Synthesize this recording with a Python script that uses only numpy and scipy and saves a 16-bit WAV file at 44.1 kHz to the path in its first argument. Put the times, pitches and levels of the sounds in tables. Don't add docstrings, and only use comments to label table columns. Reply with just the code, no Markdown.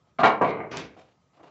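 import sys
import numpy as np
from scipy import signal
from scipy.fft import rfft, irfft
from scipy.io import wavfile
from scipy.ndimage import uniform_filter1d

SR = 44100
rng = np.random.default_rng(int(sys.argv[2]) if len(sys.argv) > 2 else 0)


def unload_audio(sound):
    columns = np.transpose(np.atleast_2d(sound))
    steps = np.round(np.clip(columns, -1, 1) * 32767)
    wavfile.write(sys.argv[1], SR, steps.astype(np.int16))


def attenuation_scalar(level_db):
    decades = np.asarray(level_db, float) / 20
    return 10 ** decades


N = 66150

# frequency [Hz], level [dB].
AIR_COLOUR = [(25, -7.5), (60, 3.5), (130, -2.5), (300, -15), (1290, -20), (1500, -26), (8000, -34.5),
              (10400, -72.5)]
# start [s], rise [s], hold [s], level [dB], treble gain [dB].
SHUFFLES = [
    (0.045, .03, 0.041, -70.5, -5),
    (0.866, .02, .24, -74, 8),
    (0.964, 0.007, .02, -58.5, 0),
    (0.982, 0.014, 0.023, -64, 6.5),
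    (1.33, 0.0048, .04, -66, 2.5),
    (1.369, 0.036, 0.025, -53, -13.5),
    (1.428, 0.0047, 0.051, -52, -4.5),
]
# frequency [Hz], level [dB].
SHUFFLE_COLOUR = [(40, -31.5), (70, -12), (130, -10), (600, -3), (1010, -6), (1720, -16), (2820, -17),
                  (5530, -28), (8000, -35)]
# start [s], level [dB], contact time [ms].
CABINET_BLOWS = [(.186, -23.5, 0.32), (.191, -30, 0.13), (.199, -26, 0.15), (.231, -10, .6),
                 (.2325, -3.5, .6), (.2400, -5.5, 0.42), (.248, -12, 0.094), (.259, -16, 0.3),
                 (.281, -20, 0.37), (.296, -19, 0.57), (.421, -17, 0.67), (.430, -25.5, 0.39)]
# start [s], level [dB], contact time [ms].
DOLLY_BLOWS = [(.191, -10.5, 0.69), (.207, -15, 0.28), (.411, -11.5, 0.53), (.4145, -8, 0.31),
               (.425, -11, 0.39), (.452, -21.5, .5), (.465, -22, .6), (.59, -20.5, .9), (.768, -21.5, 1.97),
               (.965, -39, 0.65), (.974, -45.5, 0.8)]
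# frequency [Hz], level [dB], 60 dB decay time [s].
CABINET_MODES = [(162.7, -16.5, 0.049), (205.3, -19.5, 0.16), (420, -6.5, .06), (660, -9, 0.067),
                 (714, 3, 0.036), (876, 4.5, 0.068), (1073.5, 4.5, .05), (1377, 2.5, .05), (1509, -3, 0.1),
                 (1845, -0.5, 0.078), (2211, 2, .04), (2916, -6, .04), (3920, -11.5, .04),
                 (4780, -30.5, .04)]
# frequency [Hz], level [dB], 60 dB decay time [s].
DOLLY_MODES = [(166, -4.5, 0.033), (272, -12.5, 0.051), (426.2, -3, 0.035), (510.4, -4, 0.019),
               (592.4, -10, 0.11), (726.4, 6.5, 0.029), (880, -8.5, 0.026), (1102.6, 3.5, 0.057),
               (1382, -1, 0.12), (1644, -7.5, 0.09), (2180, -12, 0.12), (2650, -11, 0.057),
               (3800, -27, .04)]
# start [s], length [s], level [dB].
CLATTER = [
    (0.187, 0.031, -43.5),
    (0.233, .048, -34.5),
    (0.283, 0.04, -51.5),
    (0.471, 0.042, -51),
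    (0.762, 0.058, -49),
    (1.455, 0.016, -72.5),
]
# frequency [Hz], level [dB per Hz].
CLATTER_COLOUR = [(1500, -30), (2500, 5.5), (3900, 5), (5000, -6.5), (7500, -18.5), (9000, -37.5)]
# frequency [Hz], level [dB], 60 dB decay time [s].
CASTER_MODES = [(213, -8.5, 0.02), (425, -8, 0.072), (598, -8, 0.034), (865.6, -11.5, 0.058),
                (1117, -13, 0.077), (1518, -15, 0.013), (2206, -3.5, 0.023), (2900, -16, 0.02),
                (3880, -22.5, .025), (5750, -41.5, 0.0054)]
# time [s], level [dB].
SHAKE = [(.41, -63.5), (.44, -35.5), (.48, -42), (.515, -39.5), (.54, -43), (.57, -46), (.62, -46.5),
         (.68, -63), (.74, -41.5)]
# time [s], level [dB].
DRAG_PRESSURE = [(.705, -64), (.716, -36), (.76, -38.5), (.78, -34), (.83, -42.5), (.86, -45),
                 (.905, -58.5), (.955, -57.5)]
# frequency [Hz], level [dB per Hz].
DRAG_COLOUR = [(60, 8), (133, 3.5), (428, 0.5), (971, -6.5), (2400, -4), (3500, -13.5), (6130, -16.5),
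               (8000, -38.5)]
# frequency [Hz], 60 dB decay time [s].
ROOM_DECAY = [(100, .45), (400, 0.49), (1000, 0.32), (2500, .3), (5000, 0.23), (8000, 0.19)]

AIR_DB = -63.5
WHINE_HZ, WHINE_DB = 1260, -79.5
SHUFFLE_FALL_S = .03
CRACK_DB, CRACK_S = -16, 0.0076
RING_CYCLES, RING_S = 18, .03
CHATTER_PER_S, CHATTER_SPREAD_DB = 400, 4
DULLING_DB = 5.5
SNAP_S, SNAP_DB, SNAP_HZ = .771, -22, 5400
ROOM_DB, NEAR_SEND_DB = 0.5, -9.5
CEILING, EDGE_HZ, HISS_DB = 1.02, 7770, -97.5


def evened(x):
    return x / np.sqrt(np.mean(x ** 2) + 1e-20)


def read(points, hz):
    f, value = np.transpose(points)
    return np.interp(np.log(hz + 1), np.log(f + 1), value)


def curve(points):
    return np.interp(np.arange(N) / SR, *np.transpose(points), left=-200, right=-200)


def coloured(x, points):
    gain = attenuation_scalar(read(points, np.fft.rfftfreq(N, 1 / SR)))
    return evened(irfft(rfft(x) * gain, N))


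def split(x, hz):
    low = signal.sosfiltfilt(signal.butter(2, hz, fs=SR, output="sos"), x)
    return low, x - low


def grains(per_s, spread_db):
    hit, size, sign = rng.random((3, N))
    level = attenuation_scalar(spread_db * np.minimum(-np.log(size + 1e-9), 4))
    return (hit < per_s / SR) * level * np.sign(sign - .5)


def ring(modes, spread_db, detune, rise_s):
    t = np.arange(SR // 6) / SR
    hz, db, t60 = np.repeat(np.transpose(modes), 6, axis=1)[:, :, None]
    spot, shift, turn = rng.standard_normal((3, 6 * len(modes), 1))
    t60 = np.minimum(t60, RING_S + RING_CYCLES / hz)
    level = attenuation_scalar(db + spread_db * shift - 60 * t / t60)
    bunch = level * np.sin(2 * np.pi * hz * (1 + detune * spot) * t + 2 * turn)
    return bunch.sum(0) / 5 * np.minimum(t / rise_s, 1)


def air():
    hz, t, z = signal.stft(coloured(rng.standard_normal(N), AIR_COLOUR), SR, nperseg=1024, noverlap=768)
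    patches = uniform_filter1d(rng.standard_normal(z.shape), size=8, axis=0)
    patches = evened(uniform_filter1d(patches, size=8, axis=1))
    wash = signal.istft(z * attenuation_scalar(1.8 * patches), SR, nperseg=1024, noverlap=768)[1][:N]
    waver = evened(uniform_filter1d(rng.standard_normal(N), size=2000))
    whine = np.sin(2 * np.pi * np.cumsum(WHINE_HZ + 8 * waver) / SR)
    return attenuation_scalar(AIR_DB) * evened(wash) + attenuation_scalar(WHINE_DB) * whine


def shuffles():
    t = np.arange(N) / SR
    s, rise, hold, db, treble_db = np.transpose(SHUFFLES)[:, :, None]
    swell = np.clip((t - s) / rise, 0, 1) ** 2
    fall = np.exp(-np.maximum(t - s - rise - hold, 0) * 3 / SHUFFLE_FALL_S)
    level = attenuation_scalar(db) * swell * fall
    lumps = attenuation_scalar(3.4 * evened(uniform_filter1d(rng.standard_normal(N), size=500)))
    fibres = grains(6000, 2.5) + rng.standard_normal(N)
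    low, high = split(coloured(fibres, SHUFFLE_COLOUR), 1540)
    return lumps * (level.sum(0) * low + (level * attenuation_scalar(treble_db)).sum(0) * high)


def knocks(blows, modes):
    out = np.zeros(N + SR)
    t = np.arange(SR // 6) / SR
    for s, db, ms in blows:
        body = ring(modes, spread_db=0.0, detune=.05, rise_s=0.0014)
        crack = rng.standard_normal(len(t)) * np.exp(-t / CRACK_S) * np.minimum(t / 0.0045, 1)
        sound = body + attenuation_scalar(CRACK_DB) * crack
        r = np.exp(-4e3 / (max(ms, .05) * SR))
        push = signal.lfilter([(1 - r) ** 2], [1, -2 * r, r * r], sound)
        at = round(s * SR)
        out[at:at + len(t)] += attenuation_scalar(db) * push
    return out[:N]


def clatter():
    t = np.arange(N) / SR
    s, length, db = np.transpose(CLATTER)[:, :, None]
    rise = np.clip((t - s) / 0.0028, 0, 1)
    level = attenuation_scalar(db) * rise * np.exp(-np.maximum(t - s - length, 0) / 0.002)
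    return level.sum(0) * coloured(grains(4500, 3.51), CLATTER_COLOUR)


def casters():
    shake = curve(SHAKE)
    out = np.zeros(N)
    for wheel in range(4):
        taps = grains(CHATTER_PER_S / 4, CHATTER_SPREAD_DB) * attenuation_scalar(shake)
        body = ring(CASTER_MODES, spread_db=1.5, detune=0.051, rise_s=0.00033)
        out += signal.fftconvolve(taps, body)[:N]
    low, high = split(out, 2000)
    return 3 * (low + high * attenuation_scalar(3.3 * np.clip(shake + 38, -20, 5)))


def drag():
    rub = coloured(grains(5000, 2.6) + 0.52 * rng.standard_normal(N), DRAG_COLOUR)
    press = curve(DRAG_PRESSURE)
    low = signal.sosfilt(signal.butter(2, 2500, fs=SR, output="sos"), rub)
    return attenuation_scalar(press) * (low + (rub - low) * attenuation_scalar(DULLING_DB * (press + 38) / 20))


def caster_snap():
    t = np.arange(300) / SR
    band = signal.butter(2, [.7 * SNAP_HZ, 1.45 * SNAP_HZ], "band", fs=SR, output="sos")
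    snap = signal.sosfilt(band, rng.standard_normal(300) * np.exp(-t / .0014))
    out = np.zeros(N)
    out[round(SNAP_S * SR):][:300] = attenuation_scalar(SNAP_DB) * snap / abs(snap).max()
    return out


def office(x):
    taps = np.zeros(SR)
    at = np.arange(200, SR - 20, 20)
    taps[at + rng.integers(0, 20, len(at))] = rng.choice([-1., 1.], len(at))
    hz, t, z = signal.stft(taps, SR, nperseg=256)
    decay = attenuation_scalar(-60 * t / read(ROOM_DECAY, hz)[:, None])
    tail = signal.istft(z * decay, SR, nperseg=256)[1]
    return signal.fftconvolve(x, tail / np.linalg.norm(tail))[:N]


def scene():
    wood = knocks(CABINET_BLOWS, CABINET_MODES) + knocks(DOLLY_BLOWS, DOLLY_MODES) + casters()
    near = drag() + caster_snap() + shuffles() + clatter()
    reflections = attenuation_scalar(ROOM_DB) * office(wood + attenuation_scalar(NEAR_SEND_DB) * near)
    return (wood + near + reflections + air())[None]


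def low_pass(x):
    return signal.sosfilt(signal.butter(12, 8370, fs=SR, output="sos"), x)


def record(dry):
    x = signal.sosfilt(signal.butter(3, 110, "high", fs=SR, output="sos"), dry)
    x = x / (1 + (abs(x) / CEILING) ** 4) ** .25
    band_limit = signal.firwin(255, EDGE_HZ, window=("kaiser", 10), fs=SR)
    x = signal.oaconvolve(x, band_limit[None], "same")
    return low_pass(x + attenuation_scalar(HISS_DB) * rng.standard_normal(x.shape))


dry = scene()
out = record(dry)
unload_audio(out)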